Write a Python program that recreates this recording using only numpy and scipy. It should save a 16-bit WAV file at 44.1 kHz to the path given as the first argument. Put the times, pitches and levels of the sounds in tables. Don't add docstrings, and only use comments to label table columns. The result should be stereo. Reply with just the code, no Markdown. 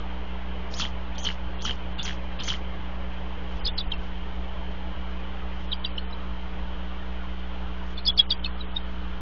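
import sys
import numpy as np
from scipy import signal
from scipy.io import wavfile
from scipy.ndimage import uniform_filter1d

SR = 44100
rng = np.random.default_rng(int(sys.argv[2]) if len(sys.argv) > 2 else 0)


def pcm_store(signal):
    levels = np.round(np.clip(np.atleast_2d(signal), -1, 1) * 32767)
    wavfile.write(sys.argv[1], SR, levels.astype(np.int16).T)


def gain_from_db(level_db):
    decades = np.asarray(level_db, float) / 20
    return 10 ** decades


N = 406155
MAINS_HZ = 59.97

HUM_LEVELS = [-35, -43, -53, -57, -62, -62, -65, -64, -76]
# time_s [s], level_db [dB]
WIND = [(0.0, -50), (1.82, -47), (2.25, -48), (2.46, -42), (2.72, -63), (2.95, -41), (3.36, -62),
        (3.61, -33), (3.95, -34.5), (4.36, -44.5), (5.41, -44.5), (6.03, -48), (6.75, -39), (6.87, -47),
        (7.57, -44), (8.34, -47), (9.21, -40.5)]
# pitch_hz [Hz], density_db [dB per Hz]
EARLY_WASH = [(70, -2), (125, -9.5), (250, -11), (540, -8), (720, -9), (860, -6), (1300, -12.5),
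              (2700, -16), (3100, -10.5), (3500, -20.5), (4200, -27.5), (5000, -37), (6900, -41),
              (7100, -77)]
# pitch_hz [Hz], density_db [dB per Hz]
LATE_WASH = [(70, -10), (125, -13), (250, -12), (540, -12.5), (720, -11.5), (860, -11), (1400, -10),
             (2000, -17.5), (2750, -16.5), (3100, -11.5), (3500, -18), (4200, -26.5), (5000, -37),
             (6900, -41), (7100, -75.5)]
# time_s [s], late_share [0-1]
WASH_TURN = [(0, 0), (1.499, 0), (3, 0.05), (4.501, 0.1), (6.499, 0.5), (9.21, .8)]
# pitch_hz [Hz], likeness [0-1]
WASH_LIKENESS = [(50, 0.51), (300, 0.93), (1000, 0.9), (2000, 0.86), (3100, 0.83), (4200, 0.96),
                 (6500, 0.7)]
SPIKES = [
    (.1755, -1),
    (.4575, .7),
    (.6795, 1),
    (.9585, -.75),
]
# pitch_hz [Hz], level_db [dB]
BUZZ_COLOUR = [(2400, -100), (3400, -80), (4300, -80), (6900, -85)]
# start_s [s], crack_s [s, voice breaks], jump_hz [Hz, whistle leaps to],
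# croak_db [dB], hiss_db [dB]
SQUAWKS = [
    (0.738, .799, 4654, -31.5, -31),
    (1.181, 1.247, 5810, -32, -44),
    (1.62, 1.651, 6080, -32, -40.5),
    (2.028, 2.052, 6350, -33, -39),
    (2.434, 2.484, 6040, -32.5, -34),
]
# start_s [s], level_db [peak dB], pitch_hz [Hz]
SNAPS = [(0.7985, -24, 1410), (0.8444, -30, 1330), (0.852, -25, 2000), (1.2471, -33, 1460),
         (1.2654, -30, 2140), (1.288, -21.5, 1900), (1.3018, -23.5, 2170), (1.314, -29, 1500),
         (1.6513, -25, 1220), (1.6784, -27, 1850), (1.6948, -24, 1700), (1.7095, -26, 2100),
         (2.052, -28, 1480), (2.0785, -26, 2090), (2.0943, -24, 1830), (2.1085, -25.5, 1780),
         (2.4788, -23, 1700), (2.5016, -29, 2020), (2.5232, -27, 1500), (2.5385, -25, 2030)]
# peak_s [s], pitch_hz [Hz], level_db [peak dB], length_ms [ms]
KNOTS = [(0.8035, 3210.0, -24.5, 3.8), (0.807, 3420.0, -24.0, 4.9), (0.8148, 2980.0, -30.5, 2.8),
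         (0.8217, 3270.0, -18.5, 3.8), (0.8251, 3330.0, -23.0, 4.5), (0.8309, 3220.0, -24.0, 4.3),
         (0.8347, 3160.0, -28.5, 2.9), (0.8392, 3020.0, -23.0, 3.7), (0.8444, 2990.0, -23.5, 4.0),
         (0.8492, 3020.0, -28.0, 7.1), (0.8529, 3150.0, -25.0, 5.6), (0.8668, 3240.0, -27.5, 4.3),
         (1.251, 3140.0, -23.5, 4.0), (1.2561, 3080.0, -21.0, 5.8), (1.2598, 3030.0, -25.0, 3.8),
         (1.2651, 3360.0, -28.0, 3.4), (1.2702, 3120.0, -18.5, 5.0), (1.2733, 3080.0, -16.5, 5.6),
         (1.2766, 3150.0, -25.5, 4.1), (1.2891, 3020.0, -22.0, 3.4), (1.2936, 3010.0, -28.5, 3.9),
         (1.3022, 2880.0, -27.0, 4.4), (1.3073, 3020.0, -27.0, 8.1), (1.6567, 3060.0, -26.0, 10.3),
         (1.6605, 3130.0, -26.0, 3.7), (1.6644, 3060.0, -21.5, 5.1), (1.6697, 3010.0, -28.0, 5.3),
         (1.6753, 3120.0, -24.5, 3.2), (1.6786, 3190.0, -23.0, 4.3), (1.6813, 3130.0, -25.0, 2.9),
         (1.6861, 3180.0, -24.0, 4.5), (1.6892, 3020.0, -28.5, 3.4), (1.6956, 3080.0, -20.5, 4.2),
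         (1.7005, 3120.0, -22.5, 4.9), (1.7102, 3120.0, -19.5, 3.3), (1.7149, 2990.0, -25.0, 6.5),
         (2.0627, 3310.0, -28.0, 3.8), (2.0798, 3220.0, -24.5, 4.1), (2.0954, 3100.0, -28.5, 3.1),
         (2.4837, 2900.0, -27.0, 3.6), (2.4871, 3180.0, -23.5, 5.4), (2.49, 3390.0, -22.0, 3.7),
         (2.4988, 3240.0, -26.0, 3.5), (2.5033, 3180.0, -18.0, 5.4), (2.5061, 3200.0, -19.5, 5.2),
         (2.5097, 3080.0, -23.5, 7.7), (2.5188, 3140.0, -30.0, 9.1), (2.5239, 3060.0, -26.0, 7.5),
         (2.539, 3130.0, -27.0, 3.0), (2.5526, 3120.0, -29.5, 7.5)]
# peak_s [s], pitch_hz [Hz], level_db [peak dB], length_ms [ms]
SCRATCHES = [(0.8015, 1450, -28, 9), (0.8125, 2750, -27, 9), (0.8195, 3600, -24, 4), (0.858, 3500, -29, 5),
             (1.6535, 1400, -29, 7), (2.4805, 2100, -28, 5), (2.485, 1300, -29, 6), (2.49, 2300, -30, 4),
             (2.545, 2100, -32, 6), (2.068, 2100, -31, 5), (0.7418, 4750, -24, 6), (0.805, 4300, -23, 4),
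             (0.8155, 4500, -26, 4), (0.8206, 4200, -28, 3), (0.8255, 4100, -28, 3), (1.1822, 3150, -27, 4),
             (1.2545, 4400, -27, 5), (1.2626, 4200, -29, 5), (1.267, 3650, -22, 4), (1.2742, 4100, -26, 4),
             (1.281, 4400, -31, 5), (1.2895, 4300, -31, 3), (1.6535, 3000, -25, 5), (1.6647, 4200, -31, 4),
             (1.7098, 4200, -32, 3), (1.732, 3100, -30, 6), (2.0315, 6100, -24, 4), (2.0565, 2600, -29, 5),
             (2.085, 3100, -29, 4), (2.106, 3100, -29, 4), (2.1146, 3300, -31, 4), (2.1304, 3200, -32, 4),
             (2.4035, 4100, -32, 5), (2.4915, 4300, -29, 4), (2.497, 3750, -26, 5)]
# peak_s [s], level_db [dB], throat_hz [Hz]
GRUNTS = [
    (1.159, -44.5, 3450),
    (1.6, -40.5, 3340),
    (1.995, -33, 3470),
    (2.403, -31.5, 3150),
    (7.984, -41, 3900),
]
# start_s [s], end_s [s], level_db [dB]
AIRS = [
    (3.482, 3.598, -61),
    (3.978, 4.102, -64.5),
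    (5.516, 5.672, -64.5),
    (7.82, 7.943, -63.5),
]
# start_s [s], length_ms [ms], from_hz [Hz], level_db [peak dB]
SWEEPS = [
    (3.658, 15, 4880, -26),
    (3.779, 15, 5160, -28),
    (3.917, 9, 4070, -29.5),
    (5.722, 14.3, 4190, -28),
    (5.845, 12, 4380, -31),
    (5.977, 11, 3840, -31),
    (8.060, 17, 5415, -23),
    (8.172, 17, 5560, -25),
    (8.300, 16, 5370, -20),
    (8.443, 12, 4430, -29),
]
# start_s [s], length_ms [ms], from_hz [Hz], level_db [peak dB]
SLIDES = [
    (3.644, 14, 3470, -28),
    (8.049, 14, 4100, -24),
]
# peak_s [s], pitch_hz [Hz], level_db [peak dB], length_ms [ms]
STEPS = [(3.6746, 5020, -15, 7), (3.6695, 3790, -21, 6), (3.6919, 3600, -25.5, 23), (3.786, 4400, -20, 17),
         (3.787, 3970, -19, 19), (3.7915, 3600, -26, 8), (3.7803, 5000, -25, 4), (3.781, 3200, -30, 6),
         (3.8075, 3830, -25, 16), (3.9204, 3760, -27, 9), (3.9227, 3150, -18, 13), (5.72, 3760, -19.5, 8.7),
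         (5.7288, 3880, -21, 11), (5.727, 3360, -23, 8), (5.850, 3880, -21.5, 14), (5.849, 3450, -23.5, 12),
         (5.853, 3110, -23.5, 10), (5.8434, 3230, -32, 4), (7.9921, 4258, -32.5, 22),
         (8.0836, 4300, -34, 10), (8.098, 4040, -28.5, 13), (8.18, 4490, -14.5, 11), (8.185, 3460, -17, 8),
         (8.201, 3900, -19, 10), (8.3114, 3665, -16, 15), (8.4485, 3670, -19, 12),
         (8.4483, 3030, -24.5, 17), (8.613, 3900, -27.6, 22)]
# peak_s [s], pitch_hz [Hz], level_db [peak dB], length_ms [ms]
PIPS = [(2.407, 3210, -29, 18.5), (2.396, 2720, -35, 20), (2.41, 3600, -27, 12), (3.656, 4880, -15.5, 8.1),
        (3.798, 4740, -28, 20), (3.813, 3500, -25, 16.4), (5.7335, 3180, -17.5, 8.2),
        (5.741, 4770, -29.5, 9), (5.857, 3200, -33, 10), (5.861, 4720, -25, 8.9), (5.9829, 3020, -19.5, 9),
        (5.992, 4190, -37, 23), (6.132, 3950, -33.5, 18), (7.978, 4340, -34, 12), (8.0615, 5200, -22.5, 6),
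        (8.0672, 4440, -15, 12.8), (8.0735, 3520, -18.5, 9.6), (8.079, 5035, -8.5, 14),
        (8.4605, 4295, -23, 18)]
# peak_s [s], pitch_hz [Hz], level_db [peak dB], length_ms [ms]
NOTES = [(1.997, 3520, -23.5, 11), (2.002, 3530, -24.5, 10), (1.994, 2820, -29.5, 20),
         (2.022, 3600, -33, 12), (2.012, 3000, -32, 12), (8.1985, 3325, -14, 7), (2.4, 4950, -36, 15),
         (3.664, 4330, -20, 19), (3.6814, 3480, -19.5, 20), (3.6894, 2800, -33, 15),
         (3.8005, 3480, -34, 20), (3.938, 2720, -32.5, 37), (5.867, 2760, -34, 24), (7.982, 3520, -27, 17),
         (8.0878, 3385, -11, 21), (8.096, 3440, -19, 8), (8.103, 3360, -14, 15), (8.211, 3300, -18, 12),
         (8.1907, 4970, -12, 7.9), (8.199, 3330, -5, 24), (8.2096, 3770, -21, 13), (8.206, 2660, -32, 14),
         (8.3145, 2930, -27, 6), (8.3194, 4700, -13, 12), (8.3249, 3320, -15.5, 18),
         (8.4635, 2610, -26, 18), (8.7688, 3704, -16.5, 17)]
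# peak_s [s], pitch_hz [Hz], level_db [peak dB]
OVERTONES = [(3.601, 4900, -47), (3.772, 4900, -47), (3.797, 5500, -42), (5.752, 4850, -46),
             (5.864, 5500, -45), (5.874, 4650, -46), (5.974, 5300, -45), (3.685, 5180, -46),
             (3.921, 6450, -45), (3.938, 5300, -45), (3.940, 4280, -44), (5.985, 5560, -47),
             (8.199, 6750, -30.5), (8.447, 7000, -45.5), (1.99, 6900, -45.5), (3.862, 4800, -56),
             (3.875, 4400, -56), (6.113, 5200, -50), (8.466, 5200, -54)]
# [Hz, highest band kept]
CHOKES = [
    (1.161, 1.177, 4250),
    (1.547, 1.612, 4930),
    (1.93, 2.023, 4750),
    (2.377, 2.426, 5150),
    (3.596, 3.977, 4460),
    (5.663, 6.156, 5450),
    (7.947, 8.847, 5400),
]
# start_s [s], sag_hz [Hz]
RELIEFS = [(3.65, 3850), (3.775, 4200), (3.905, 4800), (5.721, 4850), (5.84, 4720), (5.97, 4540),
           (6.105, 4900), (7.975, 4100), (8.054, 3900), (8.171, 3750), (8.293, 4150), (8.435, 4600),
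           (8.57, 4530), (8.745, 4950)]
# start_s [s], end_s [s], low_hz [Hz], high_hz [Hz]
HOLES = [
    (1.205, 1.235, 4100, 5600),
    (1.226, 1.24, 1500, 2400),
    (1.628, 1.648, 1700, 2500),
    (1.636, 1.648, 3700, 5200),
    (2.036, 2.05, 3700, 5200),
    (8.135, 8.165, 1600, 2800),
    (8.268, 8.29, 1400, 2700),
]


def evened(x):
    return x / np.sqrt(np.mean(x ** 2) + 1e-20)


def smooth(x, *sizes):
    for axis, size in enumerate(sizes):
        x = uniform_filter1d(x, size=size, axis=axis)
    return x


def read(points, hz):
    f, value = np.transpose(points)
    return np.interp(np.log(hz + 1), np.log(f + 1), value)


def band(x, lo_hz, hi_hz, order=2):
    return signal.sosfilt(signal.butter(order, [lo_hz, hi_hz], "bandpass", fs=SR, output="sos"), x)


def resonate(x, hz, width_hz):
    turn = np.exp(2j * np.pi * np.cumsum(hz * np.ones(len(x))) / SR)
    r = np.exp(-np.pi * width_hz / SR)
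    return 2 * (turn * signal.lfilter([1 - r], [1, -r], x / turn)).real


def sine(hz, jitter):
    waver = evened(smooth(rng.standard_normal(len(hz) + 60), 60)[60:])
    return np.sin(2 * np.pi * (np.cumsum(hz * (1 + jitter * waver)) / SR + rng.random()))


def add(mix, s, sound):
    part = mix[round(s * SR):][:len(sound)]
    part += sound[:len(part)]


def bird(*voices):
    mix = np.zeros(N)
    for voice, table in voices:
        for row in table:
            is_curve = np.ndim(row) == 2
            add(mix, *(voice(row) if is_curve else voice(*row)))
    return mix


def hum():
    t = np.arange(N) / SR
    wobble = 1 + 0.17 * evened(band(rng.standard_normal((2, N)), 2.4, 10))
    lines = [gain_from_db(db) * np.sin(2 * np.pi * ((2 * k + 1) * MAINS_HZ * t + rng.random()))
             for k, db in enumerate(HUM_LEVELS)]
    return wobble * np.sqrt(2) * sum(lines)


def rumble():
    s, db = np.transpose(WIND)
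    shared, left, right = evened(band(rng.standard_normal((3, N)), 11, 50, order=3))
    return gain_from_db(np.interp(np.arange(N) / SR, s, db)) * (shared + 0.75 * np.array([left, right]))


def wash():
    frames = N // 256 + 5
    hz = np.fft.rfftfreq(1024, 1 / SR)[:, None]
    a, b, c, d, patches, grit, gaps = rng.standard_normal((frames, 513, 7)).T
    gaps = np.maximum(evened(smooth(gaps, 2, 28)) - .8, 0) * np.clip(hz / 2000 - 1.6, 0, 1)
    grit = evened(uniform_filter1d(grit, size=6, axis=1))
    patches = evened(smooth(patches, 8, 8))
    late = np.clip(np.interp(np.arange(frames) * 256 / SR, *np.transpose(WASH_TURN)), 0, 1)
    colour_db = read(EARLY_WASH, hz) * (1 - late) + read(LATE_WASH, hz) * late
    patch_db = 1.0 + 2.5 * (hz < 170)
    same = np.clip(read(WASH_LIKENESS, hz), -1, 1)
    left = a + 1j * b
    right = same * left + np.sqrt(1 - same ** 2) * (c + 1j * d)
    z = np.array([left, right]) * gain_from_db(colour_db + patch_db * patches + 2.38 * grit - 30 * gaps)
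    return gain_from_db(-41) * evened(signal.istft(z, nperseg=1024, noverlap=768)[1][:, :N])


def buzz():
    k = np.arange(40, 117)[:, None]
    place = np.arange(8193) / 8192
    steps = sum(size * np.sin(2 * np.pi * k * (place - at)) for at, size in SPIKES)
    cycle = (gain_from_db(read(BUZZ_COLOUR, k * MAINS_HZ)) * steps).sum(axis=0)
    unsteady = gain_from_db(1.5 * evened(band(rng.standard_normal((2, N)), 3, 30)))
    return unsteady * np.interp(np.arange(N) * MAINS_HZ / SR % 1, place, cycle)


def squawk(start, crack, jump_hz, croak_db, hiss_db):
    foot_hz, top_hz, break_hz, knee_hz, end_hz = 3240, 6750, 6070, 5370, 3470
    throat_hz, sag_hz = 3140, 2990
    jump_s, drop_s = .003, .015
    top = start + .68 * (crack - start)
    middle = (start + top) / 2
    dip_db = -37.5 + .7 * (hiss_db + 40.5)
    whistle = [(start, foot_hz, -30), (start + jump_s, jump_hz, -28),
               (middle, (jump_hz + top_hz) / 2, -37.5), (top, top_hz, dip_db), (crack, break_hz, -24),
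               (crack + .59 * drop_s, knee_hz, -32),
               (crack + drop_s, end_hz, -37.5)]
    rough = [(crack - .004, croak_db - 5.5, throat_hz), (crack + .024, croak_db, throat_hz),
             (crack + .086, croak_db - 12, sag_hz)]
    hiss = [(start - .04, hiss_db - 21.5), (start, hiss_db - 14), (start + jump_s, hiss_db - 4),
            (middle, -53), (crack, hiss_db), (crack + .068, -50.5), (crack + .123, -63)]
    return whistle, rough, hiss


def breath(rows):
    s, db = np.transpose(rows)
    t = np.arange(s[0], s[-1], 1 / SR)
    air, puffs = rng.standard_normal((len(t), 2)).T
    hiss = band(air * gain_from_db(4.0 * evened(smooth(puffs, 90))), 3900, 8400)
    return s[0], gain_from_db(np.interp(t, s, db) + 5.5) * evened(hiss) * signal.windows.tukey(len(t), .2)


def arch(rows):
    s, hz, db = np.transpose(rows)
    t = np.arange(s[0], s[-1], 1 / SR)
    hz, db = np.interp(t, s, hz), np.interp(t, s, db)
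    broken = gain_from_db(3.5 * evened(smooth(rng.standard_normal(len(t)), 70)))
    tone = broken * sine(hz, jitter=.035)
    half = gain_from_db(np.minimum(-6, -41 - db)) * broken[::-1] * sine(hz / 2, jitter=0.0072) * (hz > 5900)
    return s[0], gain_from_db(db) * (tone + half) * signal.windows.tukey(len(t), .05)


def croak(rows):
    s, *columns = np.transpose(rows)
    t = np.arange(s[0], s[-1], 1 / SR)
    croak_db, throat_hz = (np.interp(t, s, c) for c in columns)
    chance = rng.standard_normal((len(t), 3)).T
    turns = np.cumsum(170 * (1 + .55 * evened(smooth(chance[0], 200)))) / SR
    pulses = np.diff(np.floor(turns), prepend=0) * gain_from_db(1.1 * chance[1])
    puffs = np.exp(-2 * (turns % 1))
    drive = evened(pulses) + 4.3 * evened(puffs * chance[2])
    throat = evened(resonate(resonate(drive, throat_hz, 300), throat_hz, 800))
    edges_hz = [(2300, 4300), (1000, 2200), (3900, 8400), (110, 223)]
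    rasp, low, high, thud = (evened(band(drive, *edges)) for edges in edges_hz)
    voice = gain_from_db(-6) * throat + gain_from_db(-3) * rasp + gain_from_db(-7.5) * low + gain_from_db(-7) * high + gain_from_db(-8) * thud
    return s[0], gain_from_db(croak_db) * voice * signal.windows.tukey(len(t), .1)


def snap(s, db, hz):
    t = np.arange(600) / SR
    low = 1.4 * np.exp(-t / .0007) * np.sin(2 * np.pi * hz * t)
    tick = gain_from_db(-13) * np.exp(-t / .0004) * rng.standard_normal(600)
    return s, gain_from_db(db + 6.5) * (low * (1 - np.exp(-t / 0.0004)) + tick)


def held(s, rise_ms, fall_ms, hz, glide, db):
    ms = np.arange(-1.5 * rise_ms, 1.8 * fall_ms, 1000 / SR)
    swell = np.exp(-2.2 * abs(ms / np.where(ms < 0, rise_ms, fall_ms)) ** 1.38)
    shape = swell * signal.windows.tukey(len(ms), .5)
    return s + ms[0] / 1000, gain_from_db(db) * shape * sine(hz + glide * ms, jitter=0.007)


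def tones(table, glide):
    rise = .51
    return [(s, rise * ms, (1 - rise) * ms, hz, glide, db) for s, hz, db, ms in table]


def grunt(s, db, hz):
    return [(s - .014, db - 7, hz), (s, db, hz), (s + .03, db - 7, hz)]


def sweep(s, length_ms, from_hz, db, to_hz=2837, depth=1.0):
    t = np.arange(0, length_ms / 1000, 1 / SR)
    hz = np.linspace(from_hz, to_hz, len(t))
    flutter = 1 + depth * np.cos(2 * np.pi * (423 * t + rng.random()))
    skirt = rng.standard_normal(len(t))
    for _ in range(3):
        skirt = resonate(skirt, hz, 900)
    voice = flutter * sine(hz, jitter=0.018) + .5 * depth * evened(skirt)
    return s, gain_from_db(db) * np.hanning(len(t)) ** 0.89 * voice


def spread_noise(x):
    hz, t, z = signal.stft(x, SR, nperseg=512, noverlap=384)
    near = smooth(abs(z) ** 2, 5, 5)
    far = smooth(near, 39, 9)
    level = np.sqrt(abs(gain_from_db(2 * -17.0) * near + gain_from_db(2 * -20.5) * far))
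    a, b = rng.standard_normal((2, 2) + z.shape)
    return signal.istft(level * (a + 1j * b), SR, nperseg=512, noverlap=384)[1][:, :N]


def nearby(x):
    t = np.arange(4000) / SR
    tail = rng.standard_normal((4000, 2)).T * gain_from_db(-60 * t / 0.1) * (t > .004)
    return gain_from_db(-19.5) * signal.oaconvolve(x[None], tail / np.linalg.norm(tail[0]), axes=1)[:, :N]


def treble_edge(t):
    edge_hz = np.full(len(t), 7000.)
    for a, b, hz in CHOKES:
        edge_hz = np.where((t > a) & (t < b), hz, edge_hz)
    for s, sag_hz in RELIEFS:
        after = (t > s) & (t < s + .25) & (edge_hz < 6600)
        lifted_hz = np.interp(t - s, [.03, .075], [5930, sag_hz])
        edge_hz = np.where(after, lifted_hz, edge_hz)
    return edge_hz


def choked(x):
    hz, t, z = signal.stft(x, SR, nperseg=512, noverlap=384)
    hz = hz[:, None]
    edge_hz = treble_edge(np.round(t * SR / 512) * 512 / SR)
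    blocks = len(t) // 4 + 1
    block_hz = 200 * rng.standard_normal(blocks)
    band_hz = 300 * rng.standard_normal((blocks, 65)).T
    ragged_hz = np.repeat(np.repeat(block_hz + band_hz, 4, axis=0), 4, axis=1)[:len(hz), :len(t)]
    keep = (hz < edge_hz - 200 + ragged_hz) | (edge_hz > 6600)
    holes = sum((t > a) & (t < b) & (hz > lo) & (hz < hi) for a, b, lo, hi in HOLES)
    keep = keep * gain_from_db(-21 * np.minimum(holes, 1))
    return signal.istft(z * keep, SR, nperseg=512, noverlap=384)[1][:, :N]


def scene():
    whistles, croaks, hisses = zip(*(squawk(*row) for row in SQUAWKS))
    knots = [(s, hz, db + 1.5, 1.2 * ms) for s, hz, db, ms in KNOTS]
    rings = tones(knots + SCRATCHES, glide=-40)
    grunts = [grunt(*row) for row in GRUNTS]
    airs = [[(a, db - 8), ((a + b) / 2, db), (b, db)] for a, b, db in AIRS]
    hoarse = bird((arch, whistles), (croak, croaks), (croak, grunts), (breath, hisses), (breath, airs),
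                  (snap, SNAPS), (held, rings))
    faint = [(*row, 14) for row in OVERTONES]
    clear = tones(STEPS, glide=-17.5) + tones(PIPS, glide=14) + tones(NOTES + faint, glide=-3.5)
    slides = [(*row, 5500, .25) for row in SLIDES]
    chirps = bird((held, clear), (sweep, SWEEPS + slides))
    around = spread_noise(chirps + hoarse) + nearby(chirps + hoarse)
    return choked(wash() + buzz() + hoarse + around) + chirps + hum() + rumble()


def low_pass(x):
    return signal.sosfilt(signal.butter(12, 7300, fs=SR, output="sos"), x)


def record(dry):
    lag = np.array([[2.8], [0]])
    offset = [[.045], [.025]]
    taps = np.arange(-255, 256)
    edge = 2 * 7150 / SR
    kernels = edge * np.sinc(edge * (taps - lag)) * np.kaiser(511, 9)
    mix = signal.oaconvolve(dry, kernels, "same", axes=1) + offset
    return low_pass(mix)


dry = scene()
out = record(dry)
pcm_store(out)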